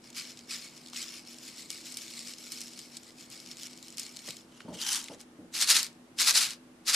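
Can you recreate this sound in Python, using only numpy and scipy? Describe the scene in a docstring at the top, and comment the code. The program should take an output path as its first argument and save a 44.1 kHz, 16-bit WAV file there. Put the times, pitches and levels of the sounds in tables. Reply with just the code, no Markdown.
"""Sugar sprinkles in a foil packet

A foil packet of sugar sprinkles is tipped over a tray close to a stereo microphone, turned over, then shaken.
Grains are random clicks through a bank of short modes, their level following each rush; creases snap as
fast-dying bands of noise. Dull noise puffs ring the table; a small room, a wavering hum and air lie below.
"""
import sys
import numpy as np
from scipy import signal
from scipy.fft import rfft, irfft, next_fast_len
from scipy.io import wavfile

SR = 44100
rng = np.random.default_rng(int(sys.argv[2]) if len(sys.argv) > 2 else 0)


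def wav_out(sig):
    """Save sig, one row per channel (or a flat mono array), as 16-bit PCM at SR to the path in sys.argv[1]."""
    wavfile.write(sys.argv[1], SR, np.round(np.clip(np.atleast_2d(sig).T, -1, 1) * 32767).astype(np.int16))


N = 306578   # length in samples

POURING_S, TURNING_S, SHAKING_S = (0, 4.6), (4.4, 5.4), (5.4, 7)   # start and end of each stage


def pour():
    """Each jog of the tipped packet lets a rush of grains slide over the foil."""
    # Each row: peak time in seconds, relative level in dB, rise and fall in seconds for 10 dB.
    jogs = [(0.067, -53.0, 0.046, 0.056), (0.177, -35.5, 0.025, 0.066), (0.3, -45.0, 0.055, 0.041),
            (0.375, -54.5, 0.025, 0.138), (0.514, -35.0, 0.021, 0.074), (0.646, -44.5, 0.051, 0.043),
            (0.775, -52.5, 0.111, 0.052), (0.9, -53.0, 0.141, 0.019), (0.977, -38.0, 0.039, 0.112),
            (1.162, -44.5, 0.05, 0.065), (1.287, -48.0, 0.038, 0.1), (1.486, -43.0, 0.083, 0.04),
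            (1.583, -43.0, 0.046, 0.085), (1.709, -41.5, 0.018, 0.101), (1.862, -42.5, 0.029, 0.127),
            (1.995, -43.0, 0.025, 0.092), (2.082, -54.5, 0.007, 0.15), (2.203, -42.5, 0.15, 0.033),
            (2.279, -43.5, 0.054, 0.09), (2.405, -46.0, 0.033, 0.137), (2.475, -46.0, 0.031, 0.021),
            (2.525, -42.0, 0.019, 0.136), (2.611, -44.5, 0.016, 0.023), (2.685, -48.5, 0.125, 0.143),
            (2.791, -48.5, 0.043, 0.105), (2.947, -49.5, 0.049, 0.046), (3.084, -52.5, 0.092, 0.048),
            (3.205, -49.0, 0.04, 0.078), (3.318, -45.5, 0.018, 0.114), (3.471, -50.5, 0.046, 0.027),
            (3.519, -45.0, 0.028, 0.023), (3.598, -46.5, 0.047, 0.104), (3.666, -46.0, 0.071, 0.012),
            (3.774, -52.5, 0.15, 0.061), (3.831, -53.0, 0.007, 0.15), (3.945, -54.0, 0.116, 0.022),
            (3.983, -42.0, 0.013, 0.124), (4.156, -50.5, 0.039, 0.15), (4.286, -40.5, 0.045, 0.052),
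            (4.364, -54.0, 0.013, 0.077)]
    # Colour of the pouring grains. Each row: frequency in Hz, relative density in dB per Hz.
    colour = [(590, -55), (1000, -31), (1150, -15), (1730, -13.5), (2230, -5), (2800, -5.5), (3770, -3.5),
              (4280, -0.5), (5380, 2.5), (5820, -2.5), (7840, -2), (9740, -7), (13100, -11), (15400, -25)]
    # Brightness at full strength. Each row: time in seconds, tilt in dB per octave.
    tilt = [(0, -3.2), (.9, -3), (2, -1.6), (2.8, -1.6), (3.4, -2.4), (4.6, -2.1)]
    return grains(jogs, POURING_S, 1.4, colour, tilt, tilt_follows=.1,
                  per_s=5000, uneven_db=3.0, sharpness=12.2, patchy_db=2.5)


def turn_over():
    """The packet is turned over and the heap of grains slumps in stages."""
    # Each row: peak time in seconds, relative level in dB, rise and fall in seconds for 10 dB.
    slumps = [(4.578, -61.0, 0.085, 0.089), (4.608, -57.0, 0.011, 0.018), (4.688, -60.5, 0.015, 0.043),
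              (4.746, -47.5, 0.016, 0.018), (4.819, -36.5, 0.038, 0.049), (4.871, -33.5, 0.015, 0.079),
              (4.93, -29.0, 0.02, 0.061), (5.015, -47.5, 0.018, 0.103), (5.132, -55.0, 0.016, 0.023),
              (5.208, -51.5, 0.017, 0.023)]
    # Colour of the slumping grains. Each row: frequency in Hz, relative density in dB per Hz.
    colour = [(500, -39), (850, -9), (2200, -7), (2600, -7), (3000, 0), (3500, -3.5), (5600, -0.5),
              (8000, -5), (10500, -8), (13500, -20), (15400, -34)]
    # Brightness at full strength. Each row: time in seconds, tilt in dB per octave.
    tilt = [(4.4, .2), (5.4, 1.2)]
    return grains(slumps, TURNING_S, 1.5, colour, tilt, tilt_follows=1.5,
                  per_s=5000, uneven_db=3.5, sharpness=13.4, patchy_db=2.01)


def shake():
    """Each stroke of a shake throws the grains against a wall of the packet."""
    # Each row: peak time in seconds, relative level in dB, rise and fall in seconds for 10 dB.
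    strokes = [(5.558, -33.5, 0.02, 0.094), (5.622, -24.0, 0.02, 0.026), (5.707, -18.5, 0.029, 0.025),
               (5.759, -22.5, 0.023, 0.043), (5.792, -37.0, 0.016, 0.068), (5.856, -43.5, 0.132, 0.02),
               (6.21, -23.5, 0.02, 0.039), (6.283, -21.0, 0.023, 0.027), (6.302, -26.5, 0.016, 0.023),
               (6.372, -20.5, 0.031, 0.031), (6.419, -26.5, 0.02, 0.047), (6.503, -41.0, 0.051, 0.041),
               (6.893, -24.0, 0.02, 0.027), (6.95, -21.0, 0.021, 0.03)]
    # Colour of the shaken grains. Each row: frequency in Hz, relative density in dB per Hz.
    colour = [(300, -34.5), (500, -23), (800, -19), (1250, -10.5), (2400, -6), (3300, -8), (4000, -1.5),
              (4600, -1), (5600, -4.5), (8000, -7.5), (10800, -12.5), (13300, -20.5), (15400, -36)]
    # Brightness at full strength. Each row: time in seconds, tilt in dB per octave.
    tilt = [(5.4, 1.1), (7, .3)]
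    return grains(strokes, SHAKING_S, 1.7, colour, tilt, tilt_follows=.6,
                  per_s=9000, uneven_db=3.0, sharpness=11, patchy_db=1.5)


def grains(rows, span, rounding, colour, tilt, tilt_follows, per_s, uneven_db, sharpness, patchy_db):
    """Random impacts strike all the short modes of the foil anew; harder rushes sound brighter."""
    first, last = round(span[0] * SR), min(round(span[1] * SR), N)
    at = np.flatnonzero(rng.random(last - first) < per_s / SR)
    times = (first + at) / SR
    level = rushes(rows, times, rounding)
    brightness = np.interp(times, *np.transpose(tilt))   # dB per octave
    brightness += tilt_follows * np.log10(level / level.max() + .001)
    sizes = from_db(uneven_db * np.minimum(rng.exponential(1, len(at)), 5))
    sizes = rms_one(sizes) * np.sqrt(SR / per_s)
    # the wall flexes, so its modes swell and fade
    flexes = [wander(25, size=last - first)[at] for _ in range(6)]
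    out, power = np.zeros((2, N)), 0
    for k, hz in enumerate(np.geomspace(300, 15000, 36)):
        gain, width = from_db(at_hz(colour, hz)), hz / sharpness
        strength = sizes * level * from_db(brightness * np.log2(hz / 5000))
        strength *= from_db(patchy_db * flexes[k % len(flexes)])
        clicks = np.zeros((2, last - first))
        clicks[:, at] = sides(strength * rng.standard_normal(len(at)), hz)
        # two filters in a row: steep skirts keep the bass clear
        ringing = resonate(resonate(clicks, hz, width), hz, 2 * width)
        out[:, first:last] += gain * ringing
        power += gain ** 2 * 2 * width / SR
    return out / np.sqrt(power)


def rushes(rows, t, rounding):
    """Each rush swells to a rounded top and dies away ever faster; their powers add."""
    power = 0
    for peak_s, db, rise, fall in rows:
        distance = np.where(t < peak_s, (peak_s - t) / rise, (t - peak_s) / fall)
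        power = power + from_db(2 * (db - 10 * distance ** rounding))
    return np.sqrt(power)


def sides(values, hz):
    """Each impact reaches the two channels with its own strengths, the more so the higher the pitch."""
    # Left-right scatter of an impact. Each row: frequency in Hz, scatter as a fraction of its strength.
    spread = [(700, .05), (2000, .12), (4000, 0.24), (8000, 0.5), (14000, .6)]
    # Pull to the left. Each row: frequency in Hz, dB added on the left and taken off on the right.
    lean_db = [(1000, -0.1), (3000, .45), (9000, 0.8)]
    scatter = at_hz(spread, hz) * rng.standard_normal(np.shape(values))
    lean = from_db(at_hz(lean_db, hz))
    return np.array([values * (1 + scatter) * lean, values * (1 - scatter) / lean])


def cracks():
    """Creases and single grains, from loud cracks to faint loose grains after a shake, plus random ticks."""
    # Each row: start in seconds, relative peak level in dB, centre in Hz, time to fall 60 dB in seconds.
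    timed_cracks = [(.1027, -33.5, 5160, .02), (.253, -32, 3970, .014), (.373, -34.5, 4570, .02),
                    (.3916, -32, 3780, .009), (.624, -32, 5100, .02), (.7774, -32.5, 5330, .011),
                    (.8617, -32, 5340, .014), (.873, -31, 5570, .011), (.8847, -33, 4730, .015),
                    (.932, -38, 1050, .03), (.933, -28, 4200, .015), (.9456, -30, 5440, .0075),
                    (.961, -23.5, 2700, .013), (.9647, -19, 5160, .026), (1.0277, -25, 5400, .02),
                    (1.122, -31.5, 4970, .012), (1.2737, -32, 5320, .015), (1.344, -33.5, 4950, .013),
                    (1.3852, -29.5, 5860, .015), (1.7035, -18, 5990, .015), (1.715, -25, 6780, .022),
                    (1.7774, -26.5, 5500, .015), (1.9225, -28.5, 6520, .02), (1.9427, -25.5, 6500, .011),
                    (1.9708, -22, 6360, .024), (2.08, -32, 4190, .021), (2.1923, -23, 5550, .013),
                    (2.2735, -27, 4970, .015), (2.3365, -29.5, 4460, .02), (2.3842, -30, 5470, .009),
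                    (2.5199, -19, 6910, .045), (2.606, -24, 6000, .015), (2.615, -24, 5700, .018),
                    (2.6379, -30, 5840, .016), (2.6716, -31, 5110, .015), (2.6813, -29.5, 4780, .016),
                    (2.7345, -31, 4660, .015), (2.7909, -26, 5400, .022), (2.969, -26, 5840, .032),
                    (3.3017, -34, 6400, .015), (3.401, -33.5, 5080, .015), (3.4615, -31.5, 4900, .015),
                    (3.474, -32, 4400, .012), (3.514, -27.5, 4300, .029), (3.57, -30, 5370, .017),
                    (3.5966, -32, 4770, .018), (3.633, -23.5, 5860, .013), (3.6697, -25, 4940, .01),
                    (3.732, -33, 4670, .015), (3.7751, -33, 5270, .015), (3.8273, -30.5, 5730, .01),
                    (3.8825, -31.5, 6090, .021), (3.9038, -30, 5780, .01), (3.9256, -32, 5440, .015),
                    (3.972, -26.5, 6340, .018), (3.982, -19.5, 5820, .015), (3.996, -18.5, 6430, .025),
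                    (4.032, -28, 5950, .017), (4.0649, -26.5, 4800, .012), (4.164, -29, 5670, .019),
                    (4.1696, -24, 5170, .014), (4.1914, -29, 4930, .021), (4.276, -28, 4800, .022),
                    (4.284, -35, 1600, .025), (4.2884, -25, 5950, .015), (4.3068, -21, 5100, .016),
                    (4.3677, -31, 5500, .019), (4.605, -30, 2050, .025), (4.7353, -38, 3580, .039),
                    (4.8155, -19.5, 4700, .022), (4.8661, -18, 4700, .017), (4.9295, -13, 7100, .023),
                    (5.042, -27.5, 5640, .008), (5.084, -26, 3600, .019), (5.2124, -31.5, 6650, .017),
                    (5.5789, -22, 5180, .008), (5.613, -14, 5760, .012), (5.6235, -10, 4670, .016),
                    (5.691, -10, 4930, .007), (5.7107, -8, 5160, .006), (5.7164, -8.5, 4700, .015),
                    (5.83, -14, 6860, .015), (5.8448, -23, 5940, .008), (5.866, -23, 5900, .006),
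                    (5.893, -47, 6500, .01), (5.929, -46, 6000, .012), (5.952, -49, 5500, .012),
                    (6.1874, -17, 4750, .007), (6.218, -12, 5270, .008), (6.2469, -18, 4610, .009),
                    (6.309, -8, 6060, .011), (6.349, -12, 4500, .016), (6.3767, -6, 5070, .006),
                    (6.49, -24, 4700, .009), (6.5071, -21, 5120, .0095), (6.5342, -32, 4190, .008),
                    (6.8666, -24, 4480, .0065), (6.882, -16, 4870, .008), (6.8943, -14, 4810, .008)]
    return snaps(list(timed_cracks) + ticks(), below=1.66, above=1.38, tick_db=2.5, tick_s=0.00024)


def ticks():
    """Rows of faint snaps, laid out like the cracks, at random moments of the pouring."""
    per_s, level_db, scatter_db, centre_hz, t60_s = 9, -39, 2.5, 4900, .014
    end_s = POURING_S[1] - .3
    draws = rng.random((round(per_s * end_s), 3))
    return [(when * end_s, level_db + scatter_db * (2 * size - 1), centre_hz * 2 ** (.6 * pitch - .3), t60_s)
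            for when, size, pitch in draws]


def snaps(rows, below, above, tick_db, tick_s):
    """A crease gives way: a hard tick, then a crack of noise around its own pitch that dies fast."""
    octaves = .47   # scales the spread below and above the centre
    out, t = np.zeros((2, N + 2500)), np.arange(2500) / SR
    for start_s, peak_db, hz, t60 in rows:
        low, high = hz / 2 ** (below * octaves), hz * 2 ** (above * octaves)
        band = signal.butter(2, [low, min(high, .45 * SR)], "band", fs=SR, output="sos")
        fall = from_db(-60 * t / max(t60, .003))
        fall += from_db(tick_db) * np.exp(-t / tick_s)
        crack = signal.sosfilt(band, sides(rng.standard_normal(len(t)), hz) * fall)
        at = round(start_s * SR)
        out[:, at:at + len(t)] += from_db(peak_db) * crack / np.max(np.abs(crack.mean(0)))
    return out[:, :N]


def foil(x):
    """The foil walls ring on briefly after the poured grains and after every crack."""
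    # Wall modes. Each row: frequency in Hz, width in Hz, level in dB against the direct sound.
    wall_modes = [(2215, 150, -7.5), (2990, 40, -2.5), (4200, 250, -9), (5260, 190, -3.5), (6870, 110, -3),
                  (7870, 350, -9.5)]
    return x + sum(from_db(db) * resonate(x, hz, width) for hz, width, db in wall_modes)


def pocket(x):
    """While the packet gapes open, the air inside sings along; it fades as the packet is pressed flat."""
    hz, width_hz, level_db, closed_s, fade_s = 3010, 230, 4, 4.9, .06
    gape = np.clip((closed_s - np.arange(N) / SR) / fade_s, 0, 1)
    return x + from_db(level_db) * resonate(gape * x, hz, width_hz)


def thuds(rise_s):
    """Soft blows: a dull puff of noise that dies away in the broad modes of the table."""
    # Dull bumps of the hand through the table.
    # Each row: start in seconds, peak level in dB, top of the puff in Hz, puff's 60 dB fall in seconds.
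    bumps = [(4.278, -37.5, 885, 0.065), (4.28, -48, 150, .09), (4.645, -39.5, 450, .2),
             (4.678, -34, 716, .2), (4.709, -37.5, 600, 0.22), (4.75, -44, 500, .3),
             (5.096, -38, 805, 0.17), (5.139, -45.5, 500, .3), (5.385, -41, 453, 0.27),
             (5.44, -46.5, 400, 0.21)]
    # Modes of the table. Each row: frequency in Hz, width in Hz, relative level in dB.
    table_modes = [(95, 46, -7.5), (194, 33, -1.5), (247, 73, 0.5), (290, 23, -6.5), (462, 100, -3.5),
                   (584, 120, -4.5), (825, 83, -6.5)]
    out, t = np.zeros(N + 20000), np.arange(20000) / SR
    for start_s, peak_db, top_hz, t60 in bumps:
        band = signal.butter(2, [100, top_hz], "band", fs=SR, output="sos")
        puff = rng.standard_normal(len(t)) * (1 - np.exp(-t / rise_s)) * from_db(-60 * t / t60)
        puff = signal.sosfilt(band, puff)
        body = sum(from_db(db) * resonate(puff, hz, width) for hz, width, db in table_modes)
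        at = round(start_s * SR)
        out[at:at + len(t)] += from_db(peak_db) * body / np.max(np.abs(body))
    return out[:N]


def room(x):
    """Reverb tail from eight feedback delays a side, duller on every round."""
    t60_s, wall_cut_hz = 0.4, 9200   # t60 of the bass: the walls shorten the treble
    size = next_fast_len(N + SR)
    turn = 2j * np.pi * np.arange(size // 2 + 1) / size
    dull = np.exp(-2 * np.pi * wall_cut_hz / SR)
    wall = (1 - dull) / (1 - dull * np.exp(-turn))
    tails = np.zeros((2, len(turn)), complex)
    for k, lag in enumerate(rng.uniform(0.0036, .03, 16) * SR):   # lag in samples
        loop = from_db(-60 * lag / SR / t60_s) * wall * np.exp(-turn * round(lag))
        tails[k % 2] += loop / (1 - loop) * (-1) ** (k // 2)
    return irfft(tails * rfft(x, size), size)[:, :N]


def hum(rate, waver_db):
    """Low sine tones that waver in pitch and level."""
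    # Each row: centre pitch in Hz, pitch wander in Hz, level in dB around which the tone wavers.
    tones = [(139.4, 4.24, -77), (243, 4.41, -61), (329.5, 3, -66)]
    out = np.zeros(N)
    for hz, wander_hz, db in tones:
        level = np.sqrt(2) * from_db(db + waver_db * wander(rate))
        phase = 2 * np.pi * np.cumsum(hz + wander_hz * wander(rate)) / SR
        out += level * np.sin(phase)
    return out


def air():
    """Steady room noise, alike in both channels in the bass, unrelated in the treble."""
    # Colour of the air. Each row: frequency in Hz, relative density in dB per Hz.
    air_colour = [(25, -24), (50, -21), (110, -14.5), (200, -5.5), (300, -7), (450, -12), (900, -17),
                  (1200, -18.5), (1800, -21.5), (4000, -27.5), (10000, -30.5), (13500, -41), (15500, -49)]
    # Likeness of left and right. Each row: frequency in Hz, likeness from 0 to 1.
    likeness = [(30, 0.95), (60, .92), (150, .97), (300, 0.89), (600, 0.61), (1400, 0.13), (4000, .05)]
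    hz = np.maximum(np.arange(N // 2 + 1) * SR / N, 1)
    mid, side = rfft(rng.standard_normal((2, N))) * from_db(at_hz(air_colour, hz))
    alike = np.clip(at_hz(likeness, hz), 0, 1)
    mid, side = mid * np.sqrt(1 + alike), side * np.sqrt(1 - alike)
    return from_db(-58) * rms_one(irfft(np.array([mid + side, mid - side]), N))


def resonate(x, hz, width):
    """One mode: a two-pole band-pass of gain 1 at its top, ringing longer the narrower it is."""
    r = np.exp(-np.pi * width / SR)
    top = (1 - r * r) / 2 * np.array([1, 0, -1])
    return signal.lfilter(top, [1, -2 * r * np.cos(2 * np.pi * hz / SR), r * r], x + 1e-18)


def wander(rate, size=N):
    """Slow random drift of spread 1: noise through two low-passes at rate in Hz."""
    r = np.exp(-2 * np.pi * rate / SR)
    drift = signal.lfilter([1], [1, -2 * r, r * r], rng.standard_normal(size + SR // 4))
    return rms_one(drift[SR // 4:])   # the filter's start is dropped


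def from_db(db):
    """Decibels to gain."""
    return 10 ** (np.asarray(db) / 20)


def rms_one(x):
    """Scaled to rms 1."""
    return x / np.sqrt(np.mean(x ** 2) + 1e-20)


def at_hz(points, hz):
    """Reads a table on a log-frequency axis."""
    points = np.array(points)
    return np.interp(np.log(hz), np.log(points[:, 0]), points[:, 1])


def scene():
    """Packet and table in a small room, over hum and air."""
    poured_and_cracks = from_db(-3.0) * foil(pour() + cracks())
    packet = poured_and_cracks + pocket(turn_over()) + shake()
    near = packet + thuds(rise_s=.003)
    reverb = from_db(-28.5) * room(near.mean(0))
    return near + reverb + hum(rate=8.02, waver_db=2.5) + air()


def record(dry):
    """A steep low-pass removes the top, 60 dB down from 15.8 kHz."""
    return signal.sosfilt(signal.cheby2(16, 60, 15800, fs=SR, output="sos"), dry)


dry = scene()
out = record(dry)
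wav_out(out)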